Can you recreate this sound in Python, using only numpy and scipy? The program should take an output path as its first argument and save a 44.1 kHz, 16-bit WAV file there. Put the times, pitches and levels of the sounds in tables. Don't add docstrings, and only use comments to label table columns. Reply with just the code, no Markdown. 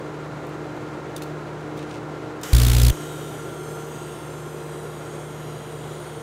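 import sys
import numpy as np
from scipy import signal
from scipy.fft import rfft, irfft, next_fast_len
from scipy.io import wavfile
from scipy.ndimage import map_coordinates

SR = 44100
rng = np.random.default_rng(int(sys.argv[2]) if len(sys.argv) > 2 else 0)


def generate_wav(sig):
    pcm = np.round(np.clip(np.atleast_2d(sig).T, -1, 1) * 32767).astype(np.int16)
    wavfile.write(sys.argv[1], SR, pcm)


N = 274302
TIME_S = np.arange(N) / SR

# pitch_hz, width_hz, level_db (relative), glide_share (of pitch, over the way)
ARC_RESONANCES = [(3210, 310, -7, .025), (6400, 850, -7, .06), (8230, 930, -6, .085)]
# freq_hz, density_db
ARC_BODY_SPECTRUM = [(1500, -25), (2500, 1.5), (4000, 0), (5000, -5), (6500, -1.5), (9600, -2),
                     (10400, -6.5), (11500, -25), (16000, -25)]
# freq_hz, density_db
ARC_TOP_SPECTRUM = [(9000, -30), (11000, 1.5), (12000, 1.5), (13200, 2), (14500, -8), (16000, -10.5)]
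# centre_s, half_width_s, gain_db
WHISTLE_DIP = (4.3, 1.0, -4)
# freq_hz, density_db
GAS_SPECTRUM = [(710, -34), (1200, -5), (1440, -4.5), (1750, -8), (1930, -7), (2680, -13), (3010, -7),
                (4170, -17), (4550, -15.5), (7020, -10), (10000, -18.5), (12900, -15), (16000, -28)]
# start_s, level_db, t60_s, ring_hz, ring_db (relative to the click)
CLICKS = [(.4668, -47, .025, 14000, -9), (.492, -48, .025, 13500, -9), (.765, -58, .03, 13000, -3),
          (1.1633, -30, 0.033, 9100, -9), (1.178, -41, .03, 3550, -5), (1.2204, -31.5, 0.029, 4250, -6),
          (1.2335, -42, 0.035, 4300, -8), (1.764, -54, .04, 14000, -10), (1.7729, -47, .08, 3600, -6),
          (2.4124, -42, 0.044, 12500, -10), (2.4324, -28, 0.032, 7280, -8)]
# freq_hz, density_db
CLICK_SPECTRUM = [(1500, -25), (2800, -4), (4500, 2), (7000, -0.5), (9500, -0.5), (11000, -8), (13500, 0),
                  (16000, -12)]
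# pitch_hz, width_hz, level_db (relative)
TORCH_MODES = [(2750, 350, -11.5), (3570, 200, -10.5), (6370, 170, -15)]
# start_s, length_s, level_db
GLOVE_STROKES = [(1.755, 0.11, -52.5), (1.848, 0.16, -50.5)]
# freq_hz, density_db
GLOVE_SPECTRUM = [(1000, -25), (2500, 8.5), (5000, 2), (9000, -4), (11000, -16), (16000, -19)]
# freq_hz, density_db
FAN_SPECTRUM = [(25, -36), (55, -35), (100, -8), (130, 1.5), (165, -3), (205, -3), (250, -4), (400, 1),
                (600, -2.5), (780, -4.5), (1000, -7.5), (1350, -8), (1750, -13), (2700, -21), (4100, -26),
                (5200, -30), (6800, -29.5), (10300, -39.5), (16000, -48.5)]
# pitch_hz, level_db (rms), waver_share (of level)
MACHINE_TONES = [(75.3, -53.5, 0.088), (119.8, -49.5, 0.34), (151.1, -39.5, 0.25), (354, -45, 0.22),
                 (456.6, -45.5, 0.59), (948, -56.5, 0.51), (1055, -57.5, 0.51), (2098, -63.5, 0.35),
                 (3990, -69, 0.73)]
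# pitch_hz, level_db (relative)
WHINES = [(1372.5, -0.5), (1401, -2.5)]
# centre_s, half_width_s, gain_db
ROAR_SPOT = (3.25, 0.63, 4.4)
WHINE_SPOT = (3.72, 0.77, 5.7)

MOVE_START_S, MOVE_LENGTH_S = 2.3, 3.6
MAINS_HZ, SPARK_START_S, SPARK_END_S = 60, 2.5304, 2.906
FIRING_SHARE = 0.3
THROB_GAIN_DB, LEAK_HZ, INPUT_BASS_CUT_HZ = 19.2, 84, 33
THROB_SURGE_DB, THROB_SURGE_S = 2.5, 0.033
ARC_NEAR_DB, ARC_FAR_DB, RECEDE_HALF_WIDTH_S = -46, -50.5, 0.91
GAS_START_S, GAS_RISE_S, GAS_HOLD_S = 2.432, 0.0018, 0.41
GAS_DB, GAS_SAG_DB_PER_S, GAS_RELEASE_DB_PER_S = -37, 7.5, 40
FANS_DB, FANS_TURN_DB, TURN_S = -36, -2, 0.93
ROAR_DB, ROAR_CHANGE_DB = -43, -2.5
WHINE_DB, WHINE_CHANGE_DB = -52.5, -5
DRONE_HZ, DRONE_DB, DRONE_CHANGE_DB = 304.4, -40.5, -15.5
EDGE_HZ = 15780


def arc(body_db=-3, top_db=-9, whistle_db=1, sway_share=0.008):
    moved = progress(MOVE_START_S, MOVE_LENGTH_S)
    bands = []
    for pitch_hz, width_hz, level_db, glide_share in ARC_RESONANCES:
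        drifting_hz = pitch_hz * (1 + glide_share * moved + sway_share * wander(2))
        bands.append(amp(level_db) * resonance(drifting_hz, width_hz))
    low, middle, high = bands
    hiss = amp(body_db) * noise(ARC_BODY_SPECTRUM) + amp(top_db) * noise(ARC_TOP_SPECTRUM) + middle + high
    whistle = amp(whistle_db + swell(*WHISTLE_DIP)) * low
    lit = progress(SPARK_START_S, SPARK_END_S - SPARK_START_S)
    level_db = ARC_FAR_DB + swell(SPARK_END_S, RECEDE_HALF_WIDTH_S, ARC_NEAR_DB - ARC_FAR_DB)
    return lit * amp(level_db) * (reflections(hiss) + whistle)


def reflections(x, count=7):
    strength, shortest_s, spread_s = 0.33, 0.0004, 0.0014
    stretch_per_s, sway_share = 0.16, 0.03
    out = x.copy()
    for delay, drift in rng.random((count, 2)):
        stretch = 1 + stretch_per_s * drift * (TIME_S - SPARK_END_S) + sway_share * wander(0.88)
        lag_s = (shortest_s + spread_s * delay) * stretch
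        echo = map_coordinates(x, [(TIME_S - lag_s) * SR], order=3)
        out += strength * wander(1.4) * echo
    return out / np.sqrt(1 + count * strength ** 2)


def starter(crest_sparks_per_s=4300, spike_db=-13.5, back_charge_db=-9.5, back_spike_db=-13):
    jitter_db, unsteady_db, scatter_db, back_scatter_db = 1.6, 1.3, 1.4, 2.2
    mains = np.sin(2 * np.pi * MAINS_HZ * (TIME_S - SPARK_START_S))
    switched_on = (TIME_S > SPARK_START_S) & (TIME_S < SPARK_END_S)
    firing = switched_on & (abs(mains) > FIRING_SHARE)
    unsteadiness = amp(jitter_db * wander(2500) + unsteady_db * wander(60))
    sparks_per_s = crest_sparks_per_s * abs(mains) * firing * unsteadiness
    fired = np.diff(np.ceil(np.cumsum(sparks_per_s) / SR), prepend=0)
    reverse = amp(back_scatter_db * wander(40)) * progress(SPARK_START_S, 0.053)
    scatter = amp(scatter_db * rng.standard_normal(N))
    spikes = fired * np.where(mains > 0, 1, amp(back_spike_db) * reverse) * scatter
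    spikes = signal.lfilter([1, 0.3], [1], spikes)
    charge = fired * np.where(mains > 0, 1, amp(back_charge_db) * reverse)
    charge = signal.lfilter(*signal.butter(1, LEAK_HZ, fs=SR), charge)
    throb = amp(THROB_GAIN_DB + swell(SPARK_START_S, THROB_SURGE_S, THROB_SURGE_DB)) * charge
    pickup = amp(spike_db) * spikes + throb
    return signal.lfilter(*signal.butter(2, INPUT_BASS_CUT_HZ, "high", fs=SR), pickup)


def gas():
    age_s = np.maximum(TIME_S - GAS_START_S, 0)
    sag_db = GAS_SAG_DB_PER_S * age_s
    release_db = GAS_RELEASE_DB_PER_S * np.maximum(age_s - GAS_HOLD_S, 0)
    return progress(GAS_START_S, GAS_RISE_S) * amp(GAS_DB - sag_db - release_db) * noise(GAS_SPECTRUM)


def handling():
    return glove() + clicks()


def glove(grain_db=3.5):
    strokes = sum(amp(level_db) * np.sin(np.pi * progress(start_s, length_s))
                  for start_s, length_s, level_db in GLOVE_STROKES)
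    return strokes * amp(grain_db * wander(150)) * noise(GLOVE_SPECTRUM)


def clicks(rise_s=0.00048, room_db=-27, room_t60_s=0.39, ring_width_hz=250, tick_db=-2):
    body = amp(tick_db) * noise(CLICK_SPECTRUM)
    body += sum(amp(level_db) * resonance(pitch_hz, width_hz) for pitch_hz, width_hz, level_db in TORCH_MODES)
    out = np.zeros(N)
    for start_s, level_db, t60_s, ring_hz, ring_db in CLICKS:
        age_s = np.maximum(TIME_S - start_s, 0)
        attack = 1 - np.exp(-age_s / rise_s)
        decay = amp(-60 * age_s / t60_s) + amp(room_db - 60 * age_s / room_t60_s)
        ring = amp(ring_db) * resonance(ring_hz, ring_width_hz)
        out += amp(level_db) * attack * decay * (body + ring)
    return out


def shop():
    return fans() + machines()


def fans(flutter_db=0.48, low_cut_hz=50, roar_hz=400, roar_width_hz=120):
    moved = progress(MOVE_START_S, MOVE_LENGTH_S)
    rush_db = FANS_DB + FANS_TURN_DB * progress(MOVE_START_S, TURN_S) + flutter_db * wander(24)
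    rush = amp(rush_db) * noise(FAN_SPECTRUM)
    rush = signal.lfilter(*signal.butter(2, low_cut_hz, "high", fs=SR), rush)
    roar_db = ROAR_DB + ROAR_CHANGE_DB * moved + swell(*ROAR_SPOT)
    return rush + amp(roar_db) * resonance(roar_hz, roar_width_hz)


def machines():
    moved = progress(MOVE_START_S, MOVE_LENGTH_S)
    hum = sum(amp(level_db) * tone(pitch_hz, waver_share) for pitch_hz, level_db, waver_share in MACHINE_TONES)
    whine = sum(amp(level_db) * tone(pitch_hz, waver_share=0.2) for pitch_hz, level_db in WHINES)
    whine *= amp(WHINE_DB + WHINE_CHANGE_DB * moved + swell(*WHINE_SPOT))
    drone = amp(DRONE_DB + DRONE_CHANGE_DB * moved) * tone(DRONE_HZ, waver_share=0.24)
    return hum + whine + drone


def tone(pitch_hz, waver_share, waver_hz=4):
    wobble = (wander(waver_hz) + 1j * wander(waver_hz)) / np.sqrt(2)
    carrier = np.exp(2j * np.pi * (pitch_hz * TIME_S + rng.random()))
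    return unit(((1 + waver_share * wobble) * carrier).real)


def resonance(pitch_hz, width_hz):
    r = np.exp(-np.pi * 1.5 * width_hz / SR)
    white = rng.standard_normal(N) + 1j * rng.standard_normal(N)
    slow = signal.lfilter([1], [1, -2 * r, r * r], white)
    cycles = np.cumsum(pitch_hz * np.ones(N)) / SR
    return unit((slow * np.exp(2j * np.pi * cycles)).real)


def noise(spectrum):
    return shaped(lambda hz: colour(spectrum, hz))


def wander(top_hz):
    return shaped(lambda hz: np.exp(-np.minimum(hz / top_hz, 10) ** 2) * (hz > 0))


def shaped(gain_at):
    size = next_fast_len(N, real=True)
    spectrum = rfft(rng.standard_normal(size)) * gain_at(np.fft.rfftfreq(size, 1 / SR))
    return unit(irfft(spectrum, size)[:N])


def colour(points, hz):
    freq_hz, level_db = np.transpose(points)
    return amp(np.interp(np.log(hz + 1), np.log(freq_hz + 1), level_db))


def progress(start_s, length_s):
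    return np.clip((TIME_S - start_s) / length_s, 0, 1)


def swell(centre_s, half_width_s, gain_db):
    return gain_db * np.exp(-((TIME_S - centre_s) / half_width_s) ** 2)


def amp(db):
    return 10 ** (np.asarray(db) / 20)


def unit(x):
    return x / np.sqrt(np.mean(x ** 2) + 1e-20)


def scene():
    mono = arc() + starter() + gas() + handling() + shop()
    return np.array([mono, mono])


def record(dry):
    lowpass = signal.firwin(1023, EDGE_HZ, window=("kaiser", 9), fs=SR)
    return signal.oaconvolve(dry, lowpass[None], "same")


dry = scene()
out = record(dry)
generate_wav(out)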